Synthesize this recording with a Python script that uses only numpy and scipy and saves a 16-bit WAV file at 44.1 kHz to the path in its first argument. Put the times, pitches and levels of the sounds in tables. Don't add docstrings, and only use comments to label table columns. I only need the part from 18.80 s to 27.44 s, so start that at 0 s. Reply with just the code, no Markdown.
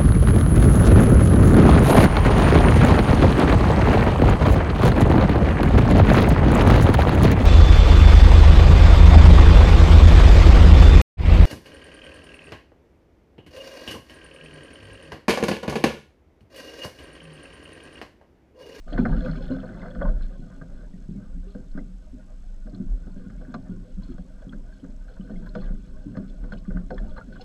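import sys
import numpy as np
from scipy import signal
from scipy.fft import rfft, irfft, next_fast_len
from scipy.io import wavfile
from scipy.ndimage import uniform_filter1d, map_coordinates

SR = 44100
rng = np.random.default_rng(int(sys.argv[2]) if len(sys.argv) > 2 else 0)


def to_wav(sig):
    pcm = np.clip(np.atleast_2d(sig), -1, 1) * 32767
    pcm = np.round(pcm).astype(np.int16)
    wavfile.write(sys.argv[1], SR, pcm.T)


N = 381024
T = np.arange(N) / SR
BRIEF = T[:16384]
TOP_HZ = 13400

# (pitch [Hz], width [Hz], relative level [dB])
HOUSING_MODES = [(111.2, 16, -2.5), (181.8, 32.6, 2), (228, 44, -7.5), (265, 19.7, -2.5),
                 (344, 22.5, -14.5), (389.7, 22, -13.5), (508.5, 23.4, -6), (540, 150, -17.5),
                 (610, 50, -11), (692, 114, -19), (942, 40, -25), (1047, 72, -28), (1199, 72, -20),
                 (1440, 420, -29), (1494, 121, -14), (1625, 25, -18), (1767, 94, -28.5), (2060, 137, -31),
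                 (2340, 690, -43), (2990, 140, -41), (3380, 180, -37), (3880, 240, -47), (4248, 216, -35.5),
                 (5146, 150, -40.5), (6500, 710, -53.5)]
# (low edge [Hz], high edge [Hz])
BOOM, KNOCK, CLACK, TICK = (85, 420), (430, 830), (830, 2250), (2300, 7000)
# (time [s], relative level [dB], pitch [Hz], nominal decay [s])
AIR_POCKETS = [(0.125, -26, 280.6, 0.33), (0.154, -22, 269, 0.16), (0.191, -11.5, 241.6, 0.1),
               (0.26, -20.5, 224, 0.36), (0.29, -21.5, 179, 0.3), (0.315, -21, 167, 0.16),
               (0.375, -26.5, 226, 0.17), (0.453, -25, 246.4, 0.29), (0.575, -28.5, 235, 0.14),
               (0.704, -20, 252, 0.12), (1.032, -35, 195.5, 0.15), (1.153, -29, 233, 0.3),
               (1.204, -25.5, 279, 0.11), (1.239, -23, 180, 0.15), (1.594, -32, 154, 0.32),
               (1.814, -32.5, 156, 0.069), (2.139, -33, 184, 0.086), (2.29, -24.5, 175, 0.072),
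               (2.36, -29, 202.4, 0.3), (2.547, -34, 175.8, 0.91), (2.752, -29, 195, 0.15),
               (2.952, -26.5, 193, 0.042), (2.979, -30.5, 271, 0.11), (3.334, -34.5, 244, 0.19),
               (3.857, -35.5, 215, 0.24), (3.931, -29.5, 266, 0.062), (3.947, -29.5, 187, 0.17),
               (4.001, -24.5, 188, 0.11), (4.267, -32, 170, 0.21), (4.365, -32.5, 187.6, 0.29),
               (4.463, -29, 189, 0.16), (4.577, -34.5, 168, 0.093), (4.682, -31.5, 253, 0.26),
               (4.747, -25, 222, 0.12), (4.895, -25, 189, 0.07), (4.968, -33.5, 177, 0.23),
               (5.175, -31, 188, 0.25), (5.291, -29, 260, 0.18), (5.3, -34, 346, 0.17),
               (5.384, -34.5, 167, 0.2), (5.669, -30, 196, 0.041), (5.733, -31, 216, 0.095),
               (6.032, -29, 268.5, 0.13), (6.397, -28.5, 191, 0.032), (6.503, -27, 210, 0.28),
               (6.558, -33, 178, 0.14), (6.626, -35, 173, 0.38), (6.761, -23, 197, 0.22),
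               (6.906, -26.5, 185, 0.082), (7.26, -26.5, 279.6, 0.2), (7.3, -32, 233, 0.25),
               (7.373, -21, 193.4, 0.23), (7.631, -31.5, 197, 0.079), (7.728, -28, 198, 0.11),
               (7.881, -24, 200, 0.081), (7.948, -23.5, 179, 0.36), (8.117, -28, 206, 0.072),
               (8.214, -28, 186, 0.069), (8.476, -34.5, 228, 0.13)]
# (time [s], clack [dB], knock [dB], relative tick [dB], air cushion [0-1])
WAVE_HITS = [(0.177, -25.5, -39, -70, 0.6), (0.253, -20.5, -26, -62, 0.48), (0.323, -34.5, -33, -78, 0.87),
             (0.459, -37.5, -38, -57, 1), (0.705, -50, -31.5, -76, 0.76), (0.831, -44, -33, -77, 0.73),
             (1.03, -38.5, -36, -78, 0.8), (1.059, -36.5, -39, -80, 0.43), (1.149, -38.5, -35.5, -64, 0.94),
             (1.212, -29.5, -26, -72, .85), (1.247, -34.5, -34, -75, 0.92), (1.278, -38.5, -36.5, -76, 1),
             (1.813, -38.5, -42.5, -77, 0.78), (2.748, -46, -42.5, -73, 0.5),
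             (2.975, -36, -38.5, -66, 0.66), (3.866, -50, -46.5, -78, .8), (4.268, -51, -47, -82, 0.73),
             (4.5, -47.5, -55, -72, 0.5), (4.611, -48.5, -41.5, -79, 0.72), (4.741, -30, -36.5, -53, 0.06),
             (5.381, -45.5, -42.5, -68, 0.35), (5.619, -51, -42.5, -69, 0.8), (5.725, -40, -49, -67, 0.8),
             (6.041, -51, -47, -80, 0.6), (6.367, -47.5, -48, -81, .6), (6.496, -48.5, -39.5, -79, 0.8),
             (6.752, -31.5, -30.5, -52, .1), (6.886, -46, -43, -77, .7), (7.35, -41.5, -39.5, -80, 0.83),
             (7.369, -36, -35.5, -59.5, .3), (7.639, -45.5, -41, -82, 0.5), (7.721, -30.5, -37, -62, 0.02),
             (7.905, -42.5, -41, -74, 0.5), (7.969, -36.5, -43, -70, 0.47), (8.105, -35, -31.5, -58, 0.26),
             (8.179, -36, -46, -64, 0.1), (8.379, -35.5, -38.5, -72, 0.78), (8.556, -41, -55, -69, .9)]


def amp(db):
    return 10 ** (np.asarray(db) / 20)


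def unit(x):
    return x / np.sqrt(np.mean(x ** 2) + 1e-30)


def crest(x):
    return x / (np.abs(x).max() + 1e-30)


def wobble(rate):
    return map_coordinates(rng.standard_normal(int(N * rate / SR) + 4), [T * rate])


def steadied(x, seconds):
    size = max(3, int(seconds * SR))
    power = np.abs(uniform_filter1d(uniform_filter1d(unit(x) ** 2, size), size))
    return unit(x / np.sqrt(power + 0.0079))


def add(track, s, x):
    start = int(np.clip(round(s * SR), 0, N - 1))
    track[start:start + len(x)] += x[:N - start]


def filtered(x, response):
    size = next_fast_len(len(x) + 8192)
    return irfft(rfft(x, size) * response(np.fft.rfftfreq(size, 1 / SR)), size)[:len(x)]


def through(x, response):
    return signal.fftconvolve(x, response)[:len(x)]


def ring(modes, band):
    size = len(BRIEF)
    f = np.fft.rfftfreq(size, 1 / SR)
    power = sum(amp(db) ** 2 / (1 + ((f - hz) / (0.76 * width)) ** 2) ** 2
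                for hz, width, db in modes if band[0] < hz < band[1])
    cepstrum = irfft(np.log(np.maximum(power / power.max(), 1e-14)) / 2)
    cepstrum[1:size // 2] *= 2
    cepstrum[size // 2 + 1:] = 0
    return irfft(np.exp(rfft(cepstrum)))


def swell(s, db, hold, rise, t60):
    power, t = np.zeros(N), T[:SR]
    fall_db = 60 * np.maximum(t - rise - hold, 0) / t60
    add(power, s, (amp(db - fall_db) * np.minimum(t / rise, 1)) ** 2)
    return power


def electronics():
    # (frequency [Hz], relative level [dB])
    hiss_curve = [(200, -28.5), (700, 9.5), (1500, 3), (2600, 1.5), (5000, -1), (7600, -6), (8400, -8),
                  (11000, -11), (13000, -18.5)]
    # (centre [Hz], width [Hz], level over the hiss [dB])
    hiss_rings = [(5230, 210, 4), (6460, 150, 2), (10270, 160, 4.5)]
    # (pitch [Hz], rms level [dB], phase drift [rad])
    tones = [(6400, -90, .3), (7900, -85, .2), (7950, -85, .2)]
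    curve_hz, curve_db = np.transpose(hiss_curve)
    hiss = filtered(rng.standard_normal(N),
                    lambda f: amp(np.interp(np.log(f + 1), np.log(curve_hz), curve_db)))
    hiss = filtered(hiss, lambda f: np.sqrt(1 + sum(
        amp(db) ** 2 / (1 + (2 * (f - hz) / width) ** 4) for hz, width, db in hiss_rings)))
    whine = sum(amp(db) * unit(np.sin(2 * np.pi * hz * T + drift * wobble(60)))
                for hz, db, drift in tones)
    period = SR // 50
    pulses = np.zeros(N)
    pulses[93::period], pulses[185::period] = .3, 1
    pulses += .35 * np.convolve(pulses, np.ones(8), "same") * rng.standard_normal(N)
    buzz = signal.sosfilt(signal.butter(3, (5800, 7700), "bandpass", fs=SR, output="sos"), pulses)
    return amp(-70) * unit(hiss) + whine + amp(-79.5) * unit(buzz)


def rumble():
    # (pitch [Hz], relative level [dB], phase drift [rad])
    mount_modes = [(28.63, -2.5, 1.7), (46.3, -14.5, 1.2)]
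    # (time [s], level [dB], hold [s])
    shoves = [(0.127, -30.5, 0.49), (0.26, -20.5, 0.088), (1.143, -22, 0.19), (2.513, -28.5, 0.025),
              (2.88, -36.5, 0.035), (4.03, -28, 0.075), (5.13, -35, 0.038), (6.775, -29.5, 0.11),
              (7.07, -30.5, 0.043), (7.328, -33, 0.0078), (7.57, -32, 0.087), (7.867, -28.5, 0.073),
              (8.154, -28.5, 0.13)]
    shove_power = sum(swell(s, db, hold, rise=0.039, t60=0.53) for s, db, hold in shoves)
    shake = np.sqrt(amp(-37.5) ** 2 + shove_power)
    sway = sum(amp(db + 4.25 * wobble(14)) * np.sin(2 * np.pi * hz * T + drift * wobble(12))
               for hz, db, drift in mount_modes)
    buffet = filtered(rng.standard_normal(N), lambda f: (f > 20) / (1 + (f / 55) ** 4))
    return shake * unit(unit(sway) + amp(-10) * unit(buffet))


def water_envelopes():
    # (time [s], relative level [dB])
    flow = [(0.0, -70), (0.12, -51.5), (0.24, -45.5), (0.29, -45.5), (1.15, -49.5), (1.34, -53.5),
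            (2.14, -59.5), (2.96, -64.5), (3.41, -63), (3.87, -63), (4.04, -59.5), (4.57, -57.5),
            (6.3, -63), (6.47, -55), (6.64, -55.5), (7.55, -58.5), (8.57, -56.5), (8.64, -62)]
    # (time [s], wash [dB], spray [dB], hold [s])
    sloshes = [(0.073, -41, -61.5, 0.041), (0.118, -34.5, -60, 0.03), (0.176, -28, -52.5, 0.0055),
               (0.262, -38.5, -72, 0.1), (0.386, -43, -60.5, 0.29), (0.443, -33.5, -60, 0.039),
               (0.692, -41.5, -62.5, 0.097), (0.96, -48, -74, 0.12), (1.19, -41.5, -74, 0.097),
               (1.419, -64, -59, 0.0089), (2.66, -68, -73, .12), (3.932, -47, -74, 0.012),
               (4.446, -50.5, -77, 0.023), (5.22, -59.5, -68, 0.096), (5.883, -59, -74, 0.13),
               (6.285, -51.5, -71, 0.06), (6.657, -43.5, -63, 0.0082), (6.747, -49, -66, 0.13),
               (7.475, -70, -65.5, 0.015), (7.72, -43, -56, 0.0096), (7.768, -58, -66, 0.011),
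               (8.15, -51, -72, 0.17), (8.358, -44, -60.5, 0.012), (8.52, -67, -68.5, 0.092),
               (8.606, -45.5, -56.5, 0.014)]
    entry_s = 0.064
    flow_db = np.interp(T, *np.transpose(flow)) + 0.78 * wobble(9) - 8.5 * (T < entry_s)
    churn = sum(swell(s, db - 12, hold=0.015, rise=0.0092, t60=0.47) for s, db, *_ in AIR_POCKETS)
    wakes = sum(swell(s, max(clack_db, knock_db) - 25, hold=0.0065, rise=0.012, t60=0.12)
                for s, clack_db, knock_db, *_ in WAVE_HITS)
    wash = wakes + amp(-24) ** 2 * churn
    spray = np.zeros(N)
    for s, wash_db, spray_db, hold in sloshes:
        surge = swell(s, 0, hold, rise=0.0057, t60=0.14)
        wash += amp(wash_db) ** 2 * surge
        spray += amp(spray_db) ** 2 * surge
    return [np.sqrt(amp(flow_db + over_flow_db) ** 2 + surges)
            for over_flow_db, surges in ((9, churn), (2, wash), (-19, spray))]


def impacts(rate, spread_db):
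    size = rng.standard_normal(N) * amp(spread_db * np.minimum(rng.exponential(size=N), 4))
    return unit(size * (rng.random(N) < rate / SR))


def froth(centre_hz, octaves, cycles, spread_db, count):
    t = BRIEF[:2048]
    start, chance = rng.random((count, 2)).T[:, :, None]
    hz = np.clip(centre_hz * 2 ** (octaves * rng.standard_normal((count, 1))), 200, 9000)
    decay = np.exp(-hz * t / cycles)
    pings = np.sin(2 * np.pi * hz * t * (1 + .015 * (1 - decay))) * decay
    pings *= amp(spread_db * np.minimum(-np.log(1 - chance), 3))
    where = (start * N).astype(int) + np.arange(len(t))
    return unit(np.bincount(where.ravel(), pings.ravel(), N)[:N])


def sloshing():
    churn_gain, wash_gain, spray_gain = water_envelopes()
    churn = steadied(through(impacts(rate=690, spread_db=2), ring(HOUSING_MODES, BOOM)), seconds=0.036)
    gurgle = impacts(rate=1200, spread_db=4)
    gurgle += 0.17 * froth(602.5, octaves=0.285, cycles=20, spread_db=3, count=300)
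    patter = impacts(rate=600, spread_db=0)
    patter += 0.21 * froth(1405, octaves=0.311, cycles=27, spread_db=-1, count=400)
    gurgle = steadied(through(gurgle, ring(HOUSING_MODES, KNOCK)), seconds=0.25)
    patter = steadied(through(patter, ring(HOUSING_MODES, CLACK)), seconds=0.035)
    wash = amp(-4.5) * gurgle + amp(-12 + 2.6 * wobble(14)) * patter
    lap_db, merge_db = 3.5, -42.5
    wash *= amp(lap_db * wobble(22) / (1 + wash_gain / amp(merge_db)))
    wash += amp(-15) * froth(961.7, octaves=.55, cycles=25, spread_db=1.5, count=220)
    spray = impacts(rate=5000, spread_db=2.5)
    spray += .3 * froth(3600, octaves=.3, cycles=16, spread_db=4, count=900)
    ticks = amp(-1.5) * steadied(through(spray, ring(HOUSING_MODES, TICK)), seconds=0.17)
    ticks *= amp(-0.7 + 2.6 * wobble(35))
    ticks += amp(-13) * froth(3300, octaves=.2, cycles=16, spread_db=5, count=320)
    fizz = amp(-9.5) * froth(3500, octaves=0.18, cycles=6.3, spread_db=6, count=1100)
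    mist = amp(-21) * unit(filtered(impacts(rate=900, spread_db=4), lambda f: f > 5600))
    return churn_gain * churn + wash_gain * wash + spray_gain * (ticks + fizz + mist)


def bubble(hz, t60, glide, attack):
    quiver_octaves, quiver_cycles = 0.023, 5.5
    quiver = map_coordinates(rng.standard_normal(64), [np.minimum(BRIEF * hz / quiver_cycles, 63)])
    pitch = hz * 2 ** (quiver_octaves * quiver + glide * BRIEF)
    phase = 2 * np.pi * np.cumsum(pitch) / SR
    envelope = amp(-60 * BRIEF / max(t60, .01)) * (1 - np.exp(-BRIEF / attack))
    return crest(np.sin(phase) * envelope)


def struck(modes, band):
    detune_octaves, spread_db = 0.015, 2.1
    chance = rng.standard_normal((len(modes), 2))
    return ring([(hz * 2 ** (detune_octaves * detune), width, db + spread_db * strength)
                 for (hz, width, db), (detune, strength) in zip(modes, chance)], band)


def blow(response, splatter, t60, cushion=0):
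    push = splatter * rng.standard_normal(len(BRIEF)) * amp(-60 * BRIEF / t60)
    push[0] += 1
    if cushion > 0:
        rise_s, muffle_hz = 0.0047 * cushion ** 2, min(1720 / np.sqrt(cushion), TOP_HZ)
        push[1:] *= 1 - np.exp(-BRIEF[1:] / rise_s)
        push[0] *= 1 - cushion ** 2
        push = signal.sosfilt(signal.butter(4, muffle_hz, fs=SR, output="sos"), push)
    return crest(through(push, response))


def gulps():
    out = np.zeros(N)
    for s, db, hz, decay in AIR_POCKETS:
        throb = bubble(hz, t60=0.87 * decay, glide=rng.normal(0, 0.26), attack=0.0057)
        thump = blow(struck(HOUSING_MODES, BOOM), splatter=0.045, t60=0.22)
        add(out, s - .001, amp(db) * (amp(-4.5) * throb + amp(-7) * thump))
    return out


def drips():
    # (time [s], peak [dB], pitch [Hz])
    falling_drops = [(0.129, -40, 3270), (0.182, -40.5, 3280), (0.406, -45, 3570), (0.513, -43, 4300),
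                     (0.625, -47, 3360), (0.655, -45.5, 3220), (0.89, -38, 1470), (1.191, -43, 1530),
                     (1.41, -44, 1620), (2.706, -56, 4200), (2.915, -55, 4300), (3.897, -56, 4200),
                     (3.948, -47.5, 4080), (4.65, -47.5, 1540), (5.234, -51.5, 4290), (6.281, -48, 1550),
                     (6.474, -53, 1570), (6.667, -43, 1520), (6.692, -48, 4370), (6.812, -50.5, 4030),
                     (6.858, -52, 3380), (7.172, -52, 1490), (7.786, -54, 4450), (7.852, -49, 1450),
                     (8.144, -51, 4300), (8.366, -45, 1490), (8.375, -55, 4470), (8.614, -41, 5030)]
    focus_db = 76.5
    out = np.zeros(N)
    for s, db, pitch in falling_drops:
        modes = [(hz, width, level - focus_db * np.log2(hz / pitch) ** 2)
                 for hz, width, level in HOUSING_MODES]
        add(out, s, amp(db) * blow(struck(modes, (CLACK[0], TICK[1])), splatter=0.088, t60=0.044))
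    return out


def slaps():
    out = np.zeros(N)
    wall = ring([(1090, 610, 0)], CLACK)
    for s, clack_db, knock_db, tick_db, cushion in WAVE_HITS:
        hardness = np.clip((clack_db + 42) / 14, 0, 1)
        knock = blow(struck(HOUSING_MODES, KNOCK), splatter=0.046, t60=0.2, cushion=cushion)
        clack = blow(struck(HOUSING_MODES, CLACK), splatter=0.17, t60=0.046, cushion=cushion)
        smack = hardness * amp(-9.5) * blow(wall, splatter=0.26, t60=0.092, cushion=cushion)
        tick = blow(struck(HOUSING_MODES, TICK), splatter=0.21, t60=0.051)
        add(out, s, amp(knock_db) * knock + amp(clack_db) * (clack + smack) + amp(tick_db + 10) * tick)
    return out


def bubbles():
    # (time [s], peak [dB], pitch [Hz])
    single_bubbles = [(0.256, -30.5, 725), (0.47, -40, 585), (0.489, -27.5, 159.4), (0.707, -32, 538),
                      (0.712, -22.5, 267.7), (1.017, -45, 2050), (1.11, -50, 3370), (1.213, -32, 680),
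                      (1.216, -27, 551), (1.219, -34, 1160), (1.227, -48.5, 3300), (1.25, -33, 579),
                      (1.251, -36, 908), (1.252, -35, 1050), (1.287, -40, 636), (2.668, -45, 401),
                      (2.756, -39.5, 504), (2.99, -50, 2030), (3.072, -40.5, 187), (3.27, -53, 617),
                      (3.875, -46, 620), (4.743, -40, 718), (4.744, -41, 1045), (4.745, -39, 1146),
                      (4.743, -49, 5060), (5.694, -48.5, 3320), (5.925, -50.5, 1586), (6.41, -54.5, 3000),
                      (6.558, -53.5, 2124), (6.667, -65, 12200), (6.754, -40, 633), (6.757, -44, 1166),
                      (6.764, -36, 498), (6.822, -48.5, 1190), (7.972, -42, 1544), (8.105, -41, 886),
                      (8.106, -33.5, 733), (8.112, -27.5, 508), (8.129, -37, 383), (8.181, -41, 1770),
                      (8.182, -47.5, 3360), (8.2, -42.5, 640), (8.366, -44, 1196), (8.38, -41.5, 900),
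                      (8.412, -38.5, 1400), (8.526, -43, 1524), (8.597, -43.5, 753)]
    ring_cycles, click_db = 84, -16.5
    out = np.zeros(N)
    for s, db, hz in single_bubbles:
        t60 = ring_cycles / hz
        rise_octaves = rng.normal(0.027, 0.029)
        tone = bubble(hz, t60, glide=rise_octaves / t60, attack=0.00035 + 0.49 / hz)
        click = blow(ring([(hz, hz / 2, 0)], (0, SR)), splatter=0.15, t60=0.02)
        add(out, s, amp(db) * (tone + amp(click_db) * click))
    return out


def scene():
    return (electronics() + rumble() + sloshing() + gulps() + drips() + slaps() + bubbles())[None]


def record(dry):
    return np.array([filtered(x, lambda hz: hz < TOP_HZ) for x in dry])


dry = scene()
out = record(dry)
to_wav(out)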